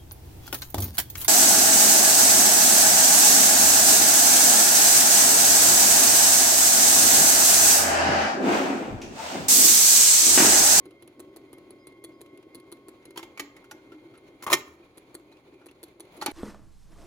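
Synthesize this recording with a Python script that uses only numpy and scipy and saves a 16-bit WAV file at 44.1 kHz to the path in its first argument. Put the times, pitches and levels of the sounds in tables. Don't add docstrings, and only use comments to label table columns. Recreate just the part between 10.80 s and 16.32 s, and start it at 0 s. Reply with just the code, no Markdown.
import sys
import numpy as np
from scipy import signal
from scipy.fft import rfft, irfft
from scipy.io import wavfile

SR = 44100
rng = np.random.default_rng(int(sys.argv[2]) if len(sys.argv) > 2 else 0)


def unload_audio(sound):
    columns = np.transpose(np.atleast_2d(sound))
    steps = np.round(np.clip(columns, -1, 1) * 32767)
    wavfile.write(sys.argv[1], SR, steps.astype(np.int16))


N = 243431
TIME, RING_TIME = np.arange(N) / SR, np.arange(16384) / SR

# (frequency [Hz], phase [rad])
PORT_PHASE = [(0, 0), (400, .04), (700, .4), (1200, .7), (2200, 1.6), (4000, 1.8), (6500, -.8),
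              (8300, -3.1), (10400, -6), (13200, -9.4), (15200, -12.4), (17000, -12.7)]
# (frequency [Hz], coherence [0-1])
NEAR = [(60, .85), (250, .98), (450, .96), (900, .85), (2000, .5), (6000, .4), (8300, .95), (16000, .88)]
DIFFUSE = [(50, .75), (130, .88), (250, .985), (400, .98), (640, .65), (1400, .15), (3000, 0), (6000, .15),
           (8300, .75), (16000, .75)]
# (frequency [Hz], t60 [s])
ROOM_DECAY = [(100, 0.39), (400, 0.5), (1500, 0.53), (4000, 0.37), (7200, 0.36), (9000, 0.094),
              (16000, 0.36)]

# (frequency [Hz], relative level [dB])
RUMBLE_COLOUR = [(20, -49), (45, -27), (120, -10.5), (195, -18.5), (250, -5), (305, 1), (370, 2), (410, -2),
                 (450, -13.5), (540, -8.5), (800, -27), (1500, -51.5)]
WHIRR_COLOUR = [(100, -2), (500, 1), (950, -7), (1350, -9), (1700, -15.5), (2250, -9.5), (2850, -16),
                (3400, -14), (4500, -20), (5200, -27), (7500, -29), (11000, -27.5), (16000, -34)]
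# (time [s], relative rumble [dB], relative whirr [dB])
DRIVE_LEVELS = [
    [(0.0, -54.5, -76), (1.75, -54.5, -77), (2.42, -55.5, -73), (3.55, -56, -74)],
    [(4.05, -60, -74), (4.556, -59.5, -75), (5.184, -61, -74.5), (5.4, -57.5, -66.5)],
]
# (frequency [Hz], width [Hz], height [dB])
CHASSIS_PEAKS = [(934, 70, -2.5), (2100, 77, -2.5), (2340, 190, -4), (4000, 90, -5), (4300, 70, 6),
                 (4950, 57, 0.5), (6400, 180, 3.5), (6900, 190, 3.5)]
# (time [s], angle [turns])
WHEEL_TURNS = [(0, -.33), (2.254, 13), (3.45, 20), (4.18, 24), (5.52, 31.85)]
# (frequency [Hz], level [dB], time the load comes off [s])
WHINE_TONES = [(124, -75, 6.3), (554, -77, 1.8), (1500, -82.5, 3.6), (1990, -79.5, 1.7), (3200, -79, 3.7),
               (5000, -89, 2.3)]
# (time [s], level [dB])
LOW_GEAR_LEVEL = [(0, -67), (.27, -78), (.42, -67), (.72, -75), (.88, -68), (.97, -72), (1.14, -65),
                  (1.21, -68), (1.45, -64), (1.62, -72), (1.78, -65), (2.18, -67), (2.29, -82), (2.52, -66),
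                  (2.85, -70.5), (3.7, -77)]
HIGH_GEAR_LEVEL = [(0, -70), (.17, -63), (.3, -74), (.6, -76), (.75, -64), (.83, -71), (1.1, -63.5),
                   (1.32, -65.5), (1.39, -74), (1.54, -63), (1.63, -77), (1.73, -65.5), (1.92, -65.5),
                   (2.1, -78), (2.25, -65), (2.77, -67), (3.6, -71.5), (4.2, -82)]
# (middle [s], length [s], frequency [Hz], width [Hz], level [dB])
SQUEAKS = [(1.017, 0.097, 5020, 20, -73), (1.35, 0.1, 4950, 30, -76), (4.034, 0.032, 2430, 44, -62),
           (4.22, 0.26, 2400, 210, -75), (4.533, 0.18, 2466, 100, -68), (4.778, 0.33, 2406, 220, -71.5)]
# (time [s], level
# [dB], frequency [Hz], t60 [s])
THUMPS = [(2.605, -39.5, 287, 0.38), (2.947, -34, 342, 0.05), (3.139, -37.5, 307, 0.24),
          (3.246, -41, 325.6, 0.23), (3.733, -36, 144, 0.14), (3.87, -54.5, 79, 0.44),
          (3.999, -41, 343, 0.073), (5.483, -21.5, 295, 0.044)]
# (time [s], level [dB])
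RATTLES = [(1.219, -63), (1.317, -59), (1.825, -65), (2.223, -58.5), (3.477, -54), (4.739, -56),
           (4.885, -48.5)]

# (frequency [Hz], relative level [dB])
CHATTER_COLOUR = [(100, -19), (700, -2.5), (2500, -15), (4300, -22), (7000, -26.5), (16000, -44.5)]
KNOCK_COLOUR = [(200, -3), (1400, -6), (2700, 3.5), (4500, -8), (8000, -14), (16000, -26)]
TICK_COLOUR = [(50, -14.5), (300, 1), (500, -1.5), (1400, -6), (3000, -14), (4200, -4), (5200, -15),
               (7500, -5), (8800, -1.5), (10500, 1), (12500, -6), (14200, -4), (16000, -31.5)]
SCRAPE_COLOUR = [(300, -8.5), (2500, -7), (5000, -6), (7200, -1), (8500, -9), (11000, 2), (13500, -7.5),
                 (15500, -2)]
CLICK_COLOUR = [(100, -30), (1500, -1), (4000, 1), (7500, -8.5), (11000, -3.5), (16000, -10.5)]
LEVER_COLOUR = [(60, -43), (200, -12.5), (500, -4), (850, 0.5), (2200, 0.5), (3500, -1), (6000, -2),
                (7200, 0), (9200, -5), (11200, -6), (12500, -0.5), (13600, -23), (16000, -31)]
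DROP_COLOUR = [(30, -30), (130, -7), (500, -1), (1100, 3), (1600, -7), (2400, -2), (4500, -8), (7200, -0.5),
               (9000, -10), (12000, -0.5), (14500, -11.5), (16000, -23)]
# (frequency [Hz], relative level [dB], t60 [s])
CABINET_MODES = [(291, -15, 0.36), (344.6, 11.5, 0.052), (374, 1, 0.096)]
PAWL_MODES = [(1190, -12, 0.1), (1334, -9, 0.07), (2100, -6, 0.09), (3400, -8, 0.06), (4050, -3, 0.06),
              (4400, -1, 0.035), (9360, 7, 0.022), (10200, 13, 0.012)]
LEVER_MODES = { "latch": [(910, -3, .08), (1324, -3, .08), (2083, -8, .1), (2760, 0, .05), (3117, 1, .05),
               (3575, 2, .055), (4435, 3, .06), (5486, 0, .055), (6950, -6, .08), (9950, -3, .04)],
               "cam": [(640, -6, .07), (867, -8, .12), (1211, -2, .075), (1850, -1, .06), (1976, -1, .08),
               (2250, 1, .08), (2632, -4, .07), (3060, -1, .05), (4330, -4, .05), (5810, -2, .05),
               (6850, -2, .03), (7150, -1, .03)], "arm": [(825, 0, .07), (900, -2, .08), (1190, -2, .08),
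               (1367, -2, .07), (1900, -1, .06), (2330, -1, .06), (3060, -3, .05), (3860, -5, .06),
               (4400, 0, .07), (5700, -3, .05)]}
DISC_MODES = [(888, -3, .12), (1087, -4, .09), (1191, -2, .06), (1345, -9, .06), (1834, 2, .045),
              (2105, 0, .11), (2370, 1, .045), (3165, -5, .09), (3690, -6, .04), (4220, -2, .05),
              (5381, -4, .05), (5760, -2, .04), (6335, -5, .06), (7122, 0, .04), (7229, 1, .06),
              (11039, -8, .07)]

# (time [s], relative level [dB], snap [gain], rebound [gain])
TICKS = [(0.0553, -50, 0.5, 0.53), (0.2233, -47.5, 0.26, 0.83), (0.395, -43.5, 2, 0.07),
         (0.5619, -41.5, 0.8, 0.052), (0.73, -44.5, 0.5, 0.39), (0.9065, -47.5, 0, 0.026),
         (1.07, -42.5, 0.3, 0.096), (1.2396, -39.5, 1.5, 0.065), (1.408, -53, 4.5, 0.54),
         (1.5744, -52.5, 0, 0.42), (1.7468, -40.5, 1, 0.24), (1.9171, -44.5, 2.5, 0.11),
         (2.0839, -42.5, 0.5, 0), (2.2539, -43, 0, 0.56), (3.3762, -57.5, 0.5, 0),
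         (4.1732, -48.5, 2.1, 0.059), (4.3439, -44, 3, 0.11), (4.5157, -65, -1, 0.4),
         (4.8594, -48, 1.5, 0.49), (5.03, -39, 1.5, 0.13), (5.198, -45, 2.45, 0.16), (5.368, -50, 1.5, 0.3),
         (5.461, -21.5, 0, 0.095)]
# (start [s], length [s], level [dB])
SCRAPES = [(3.624, 0.025, -46), (3.6645, 0.011, -44), (3.7, 0.021, -38), (3.745, .05, -52),
           (3.79, .15, -68), (5.32, 0.099, -68)]
# (time [s], level [dB], cabinet boom [dB], hardness [dB], note of the struck spot [Hz], part)
LEVER_BLOWS = [(2.359, -39, -6, -12, 958, "latch"), (2.374, -29, -9, -4, 3135, "latch"),
               (2.3856, -47, 0, 1, 1340, "latch"), (2.392, -38, -3, -8, 1045, "latch"),
               (2.428, -36.5, -7, -6.5, 2137, "latch"), (2.5745, -36.5, -38, -7.5, 2280, "cam"),
               (2.5952, -27, -16, -2.5, 1914, "cam"), (2.5995, -34, -2.5, 1, 11900, "cam"),
               (2.7646, -46, -5, -5.5, 2170, "cam"), (2.842, -48.5, -18, -8, 1403, "latch"),
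               (2.9115, -35, -22, -4, 1450, "cam"), (3.119, -45, -1, -14.5, 1365, "latch"),
               (3.338, -51, -13.5, -15, 1282, "latch"), (3.351, -50.5, -20, -15, 1293, "latch"),
               (4.523, -53.5, -12, -8.5, 3970, "arm"), (4.813, -54, 3, -16, 1393, "arm"),
               (5.413, -30.5, -28, -8, 4330, "arm"), (5.4217, -26, -8.5, -8, 840, "arm"),
               (5.4618, -26.5, -17, 1.5, 2314, "arm"), (5.466, -27, -23, -19.5, 830, "arm")]
# (time [s], level [dB], cabinet boom [dB], hardness [dB], note of the struck spot [Hz])
DISC_BLOWS = [(3.6238, -36, -11, -7, 1320), (3.635, -34, -15, -11, 1023), (3.6645, -23, -20.5, -16.5, 1110),
              (3.677, -25, -23.5, -18.5, 1178), (3.7003, -21, -21.5, -14.5, 1033),
              (3.711, -22.5, -19.5, -11.5, 880), (3.7185, -17.5, -14.5, -10, 1200),
              (3.728, -10, -19, -3.5, 2300), (3.7322, -16, -31, 2, 1150), (3.7392, -19, -5, 2.5, 860),
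              (3.7475, -25.5, -11, -4, 910), (3.7715, -37, -16.5, -9, 1090), (3.873, -47, -17, -19, 1080)]


def amp(db):
    return 10 ** (np.asarray(db) / 20)


def unit(x):
    return x / np.sqrt(np.mean(x ** 2) + 1e-20)


def read(points, hz):
    f, value = np.transpose(points)
    return np.interp(np.log(hz + 1), np.log(f + 1), value)


def curve(points):
    return np.interp(TIME, *np.transpose(points))


def add(mix, s, sound):
    part = mix[:, round(s * SR):][:, :sound.shape[1]]
    part += sound[:, :part.shape[1]]


def drift(rate_hz):
    hz = np.fft.rfftfreq(N, 1 / SR)
    return unit(irfft(rfft(rng.standard_normal(N)) * np.exp(-(hz / rate_hz) ** 2), N))


def port_phase(hz):
    return np.interp(hz, *np.transpose(PORT_PHASE))


def tone(hz, phase):
    return np.sqrt(2) * np.sin(phase + np.array([[0], [-port_phase(hz)]]))


def noise_pair(size, likeness, colour=((1, 0),)):
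    hz = np.fft.rfftfreq(size, 1 / SR)
    left, other = rfft(rng.standard_normal((2, size)))
    same = np.clip(read(likeness, hz), -1, 1)
    right = (same * left + np.sqrt(1 - same ** 2) * other) * np.exp(-1j * port_phase(hz))
    return unit(irfft(np.array([left, right]) * amp(read(colour, hz)), size))


def ring(modes, rise_s):
    out = 0
    for hz, db, t60 in modes:
        phase = np.array([[0], [-port_phase(hz)]]) + rng.uniform(0, 2 * np.pi) * (hz > 500)
        out = out + amp(db - 60 * RING_TIME / t60) * np.sin(2 * np.pi * hz * RING_TIME + phase)
    return out * (1 - np.exp(-RING_TIME / rise_s))


def mode_bank(modes, rise_s):
    return np.array([ring([mode], rise_s) for mode in modes])


def struck(bank, spread_db=3.5, detune=0.0062, buzz_hz=260):
    chance, side = rng.standard_normal((2, len(bank)))
    ringing = np.tensordot(np.sign(side) * amp(spread_db * chance), bank, 1)
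    t = RING_TIME * (1 + detune * rng.uniform(-0.89, 1))
    detuned = np.array([np.interp(t, RING_TIME, port) for port in ringing])
    low_pass = signal.butter(2, buzz_hz, fs=SR, output="sos")
    buzz = unit(signal.sosfilt(low_pass, rng.standard_normal(len(t))))
    return detuned * (1 + 0.42 * buzz)


def crack(colour, t60, rise_s=0.0024):
    swell = 1 - np.exp(-RING_TIME / rise_s)
    return noise_pair(len(RING_TIME), NEAR, colour) * swell * amp(-60 * RING_TIME / t60)


def brighten(x, db, corner_hz):
    low_pass = signal.butter(1, corner_hz, fs=SR, output="sos")
    body = signal.sosfilt(low_pass, signal.sosfilt(low_pass, x))
    return body + amp(db) * (x - body)


def recolour(x, spread_db=5, patch_hz=670):
    size = x.shape[1]
    hz = np.fft.rfftfreq(size, 1 / SR)
    patches = np.clip(rng.standard_normal(64), -2, 2)
    gain = amp(spread_db * np.interp(hz / patch_hz, np.arange(64), patches))
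    return irfft(rfft(x) * unit(gain), size) * np.linspace(1, 0, size) ** 2


def wheel_press(lag_turns):
    return np.cos(2 * np.pi * (curve(WHEEL_TURNS) - lag_turns))


def room(x):
    hz, t, bands = signal.stft(noise_pair(SR // 2, DIFFUSE), SR, nperseg=256)
    decay = amp(-60 * t / read(ROOM_DECAY, hz)[:, None])
    tail = signal.istft(bands * decay, SR, nperseg=256)[1]
    tail *= 1 - np.exp(-np.arange(tail.shape[1]) / SR / 0.006)
    return signal.fftconvolve(x[:1], tail / np.linalg.norm(tail[0]), axes=1)[:, :N]


def drive():
    s, rumble_db, whirr_db = np.vstack(DRIVE_LEVELS).T
    press = wheel_press(lag_turns=0.091)
    rumble = noise_pair(N, DIFFUSE, RUMBLE_COLOUR)
    rumble *= amp(np.interp(TIME, s, rumble_db) + 1.26 + 1.4 * press + 2.3 * drift(rate_hz=16))
    whirr = noise_pair(N, DIFFUSE, WHIRR_COLOUR)
    whirr *= amp(np.interp(TIME, s, whirr_db) + 13 + 0.62 * press + 1.7 * drift(rate_hz=20))
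    hz = np.fft.rfftfreq(N, 1 / SR)
    chassis = 1 + sum(amp(db) / (1 + (2 * (hz - f) / width) ** 2) for f, width, db in CHASSIS_PEAKS)
    return rumble + irfft(rfft(whirr) * chassis, N)


def gear_whine(low_hz=1085, high_hz=2122, sink_db=13, sink_s=0.64):
    speed = 1 + 0.0012 * drift(rate_hz=14) + 0.002 * drift(rate_hz=150)
    gear_time = np.cumsum(speed) / SR
    tones = [(hz, db - sink_db * np.clip((TIME - free_s) / sink_s, 0, 1))
             for hz, db, free_s in WHINE_TONES]
    tones += [(low_hz, curve(LOW_GEAR_LEVEL)), (high_hz, curve(HIGH_GEAR_LEVEL))]
    out = np.zeros((2, N))
    for hz, db in tones:
        level = amp(db + 2 * drift(rate_hz=32))
        grain = 1 + 0.2 * drift(rate_hz=76)
        out += level * grain * tone(hz, 2 * np.pi * hz * gear_time)
    return out * amp(0.5 * wheel_press(lag_turns=0.05))


def chatter(per_s=28, level_db=-63.5, spread_db=4.2, parts=8):
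    out = np.zeros((2, N))
    for _ in range(parts):
        touches = rng.random(N) < per_s / parts / SR
        force = np.minimum(rng.exponential(1, N), 3)
        knocks = touches * amp(level_db + spread_db * force)
        rustle = crack(CHATTER_COLOUR, t60=0.024, rise_s=0.0036)
        out += signal.oaconvolve(knocks[None], rustle, axes=1)[:, :N]
    return out


def bearing_squeaks(waver_rad=0.77):
    out = np.zeros((2, N))
    for middle, length, hz, width, db in SQUEAKS:
        touching = np.cos(np.pi * np.clip((TIME - middle) / length, -0.5, 0.5)) ** 2
        phase = 2 * np.pi * hz * TIME + waver_rad * drift(rate_hz=width)
        out += amp(db) * touching * tone(hz, phase)
    return out


def low_thumps():
    out = np.zeros((2, N))
    for s, db, hz, t60 in THUMPS:
        add(out, s, amp(db) * ring([(hz, 0, t60)], rise_s=0.031 * t60))
    return out


def linkage_rattles():
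    out = np.zeros((2, N))
    for s, db in RATTLES:
        add(out, s, amp(db) * recolour(crack(KNOCK_COLOUR, t60=0.05)))
    return out


def metal_ticks(snap_s=0.0064, rebound_s=0.0525):
    out = np.zeros((2, N))
    shared_crack = crack(TICK_COLOUR, t60=0.034, rise_s=0.0001)
    bank = mode_bank(PAWL_MODES, rise_s=0.00033)
    boom = amp(-8.5) * ring(CABINET_MODES, rise_s=0.0036)
    for s, level_db, snap, rebound in TICKS:
        metal = recolour(amp(-5) * shared_crack + amp(-14.5) * struck(bank))
        for delay, gain in (0, 1), (snap_s, snap), (rebound_s, rebound):
            if gain > 0:
                db = level_db + 20 * np.log10(gain)
                body_db = 2 + 0.49 * (-42 - db)
                contact = amp(-3) * crack(TICK_COLOUR, t60=0.022, rise_s=0.00017)
                tick = brighten(metal + contact + boom, -body_db, corner_hz=4390)
                add(out, s + delay, amp(db + body_db) * tick)
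        for delay, share in (0, max(rebound, 0.15)), (rebound_s, rebound):
            knock = crack(KNOCK_COLOUR, t60=0.05, rise_s=0.0014)
            add(out, s + delay, amp(-53) * np.sqrt(share) * knock)
    return out


def scrapes(attack_s=0.002, release_share=0.15):
    pressure = 0
    for start, length, db in SCRAPES:
        attack = np.clip((TIME - start) / attack_s, 0, 1)
        release = np.exp(-np.maximum(TIME - start - length, 0) / (release_share * length))
        pressure = pressure + amp(db) * attack * release
    sizzle = noise_pair(N, NEAR, SCRAPE_COLOUR)
    grit = unit(amp(3.5 * drift(rate_hz=500)))
    return sizzle * pressure * grit


def blows(rows, colour, modes, crack_db, modes_db, note_db, cabinet_db,
          bright_db, corner_hz, hard_t60, halving_db):
    out = np.zeros((2, N))
    bank = mode_bank(modes, rise_s=0.0015)
    boom = amp(cabinet_db) * ring(CABINET_MODES, rise_s=0.0029)
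    for s, db, boom_db, hard_db, note_hz in rows:
        t60 = hard_t60 * 2 ** (-hard_db / halving_db)
        click = crack(CLICK_COLOUR, t60=0.015, rise_s=0.00032)
        part = click + amp(crack_db) * crack(colour, t60) + amp(modes_db) * struck(bank)
        part = brighten(part, hard_db + bright_db, corner_hz)
        note = ring([(note_hz, note_db, t60), (note_hz * 1.07, note_db - 6.5, t60)], rise_s=0.0016)
        add(out, s, amp(db) * (part + note + amp(boom_db) * boom))
    return out


def lever_clicks():
    out = np.zeros((2, N))
    for part, modes in LEVER_MODES.items():
        rows = [row[:-1] for row in LEVER_BLOWS if row[-1] == part]
        out += blows(rows, LEVER_COLOUR, modes, crack_db=2.5, modes_db=-10.5, note_db=-2.5,
                     cabinet_db=-5, bright_db=0, corner_hz=3025, hard_t60=0.038, halving_db=11.5)
    return out


def disc_drop():
    return blows(DISC_BLOWS, DROP_COLOUR, DISC_MODES, crack_db=2, modes_db=-12.5, note_db=-3,
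                 cabinet_db=-4.5, bright_db=3, corner_hz=2540, hard_t60=0.027, halving_db=10.5)


def scene():
    ticks, levers, drop = metal_ticks(), lever_clicks(), disc_drop()
    echo = room(amp(-17) * ticks + amp(-14) * levers + amp(-20) * drop)
    foreground = ticks + levers + drop + scrapes()
    small_noises = linkage_rattles() + low_thumps() + bearing_squeaks() + chatter()
    return foreground + echo + small_noises + drive() + gear_whine()


def record(dry, low_cut_hz=36, high_cut_hz=16300):
    # (frequency [Hz], left over right [dB])
    balance = [(60, 1.5), (300, 0.1), (700, 1.7), (1300, 1.3),
               (2500, -2.5), (5000, -3), (8000, 0), (16000, 0.3)]
    left_db = read(balance, np.fft.rfftfreq(N, 1 / SR))
    heard = irfft(rfft(dry) * amp(np.array([left_db, -left_db]) / 2), N)
    heard = signal.sosfilt(signal.butter(4, low_cut_hz, "highpass", fs=SR, output="sos"), heard)
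    low_pass = signal.firwin(255, high_cut_hz, window=("kaiser", 9), fs=SR)
    return signal.oaconvolve(heard, low_pass[None], "same")


dry = scene()
out = record(dry)
unload_audio(out)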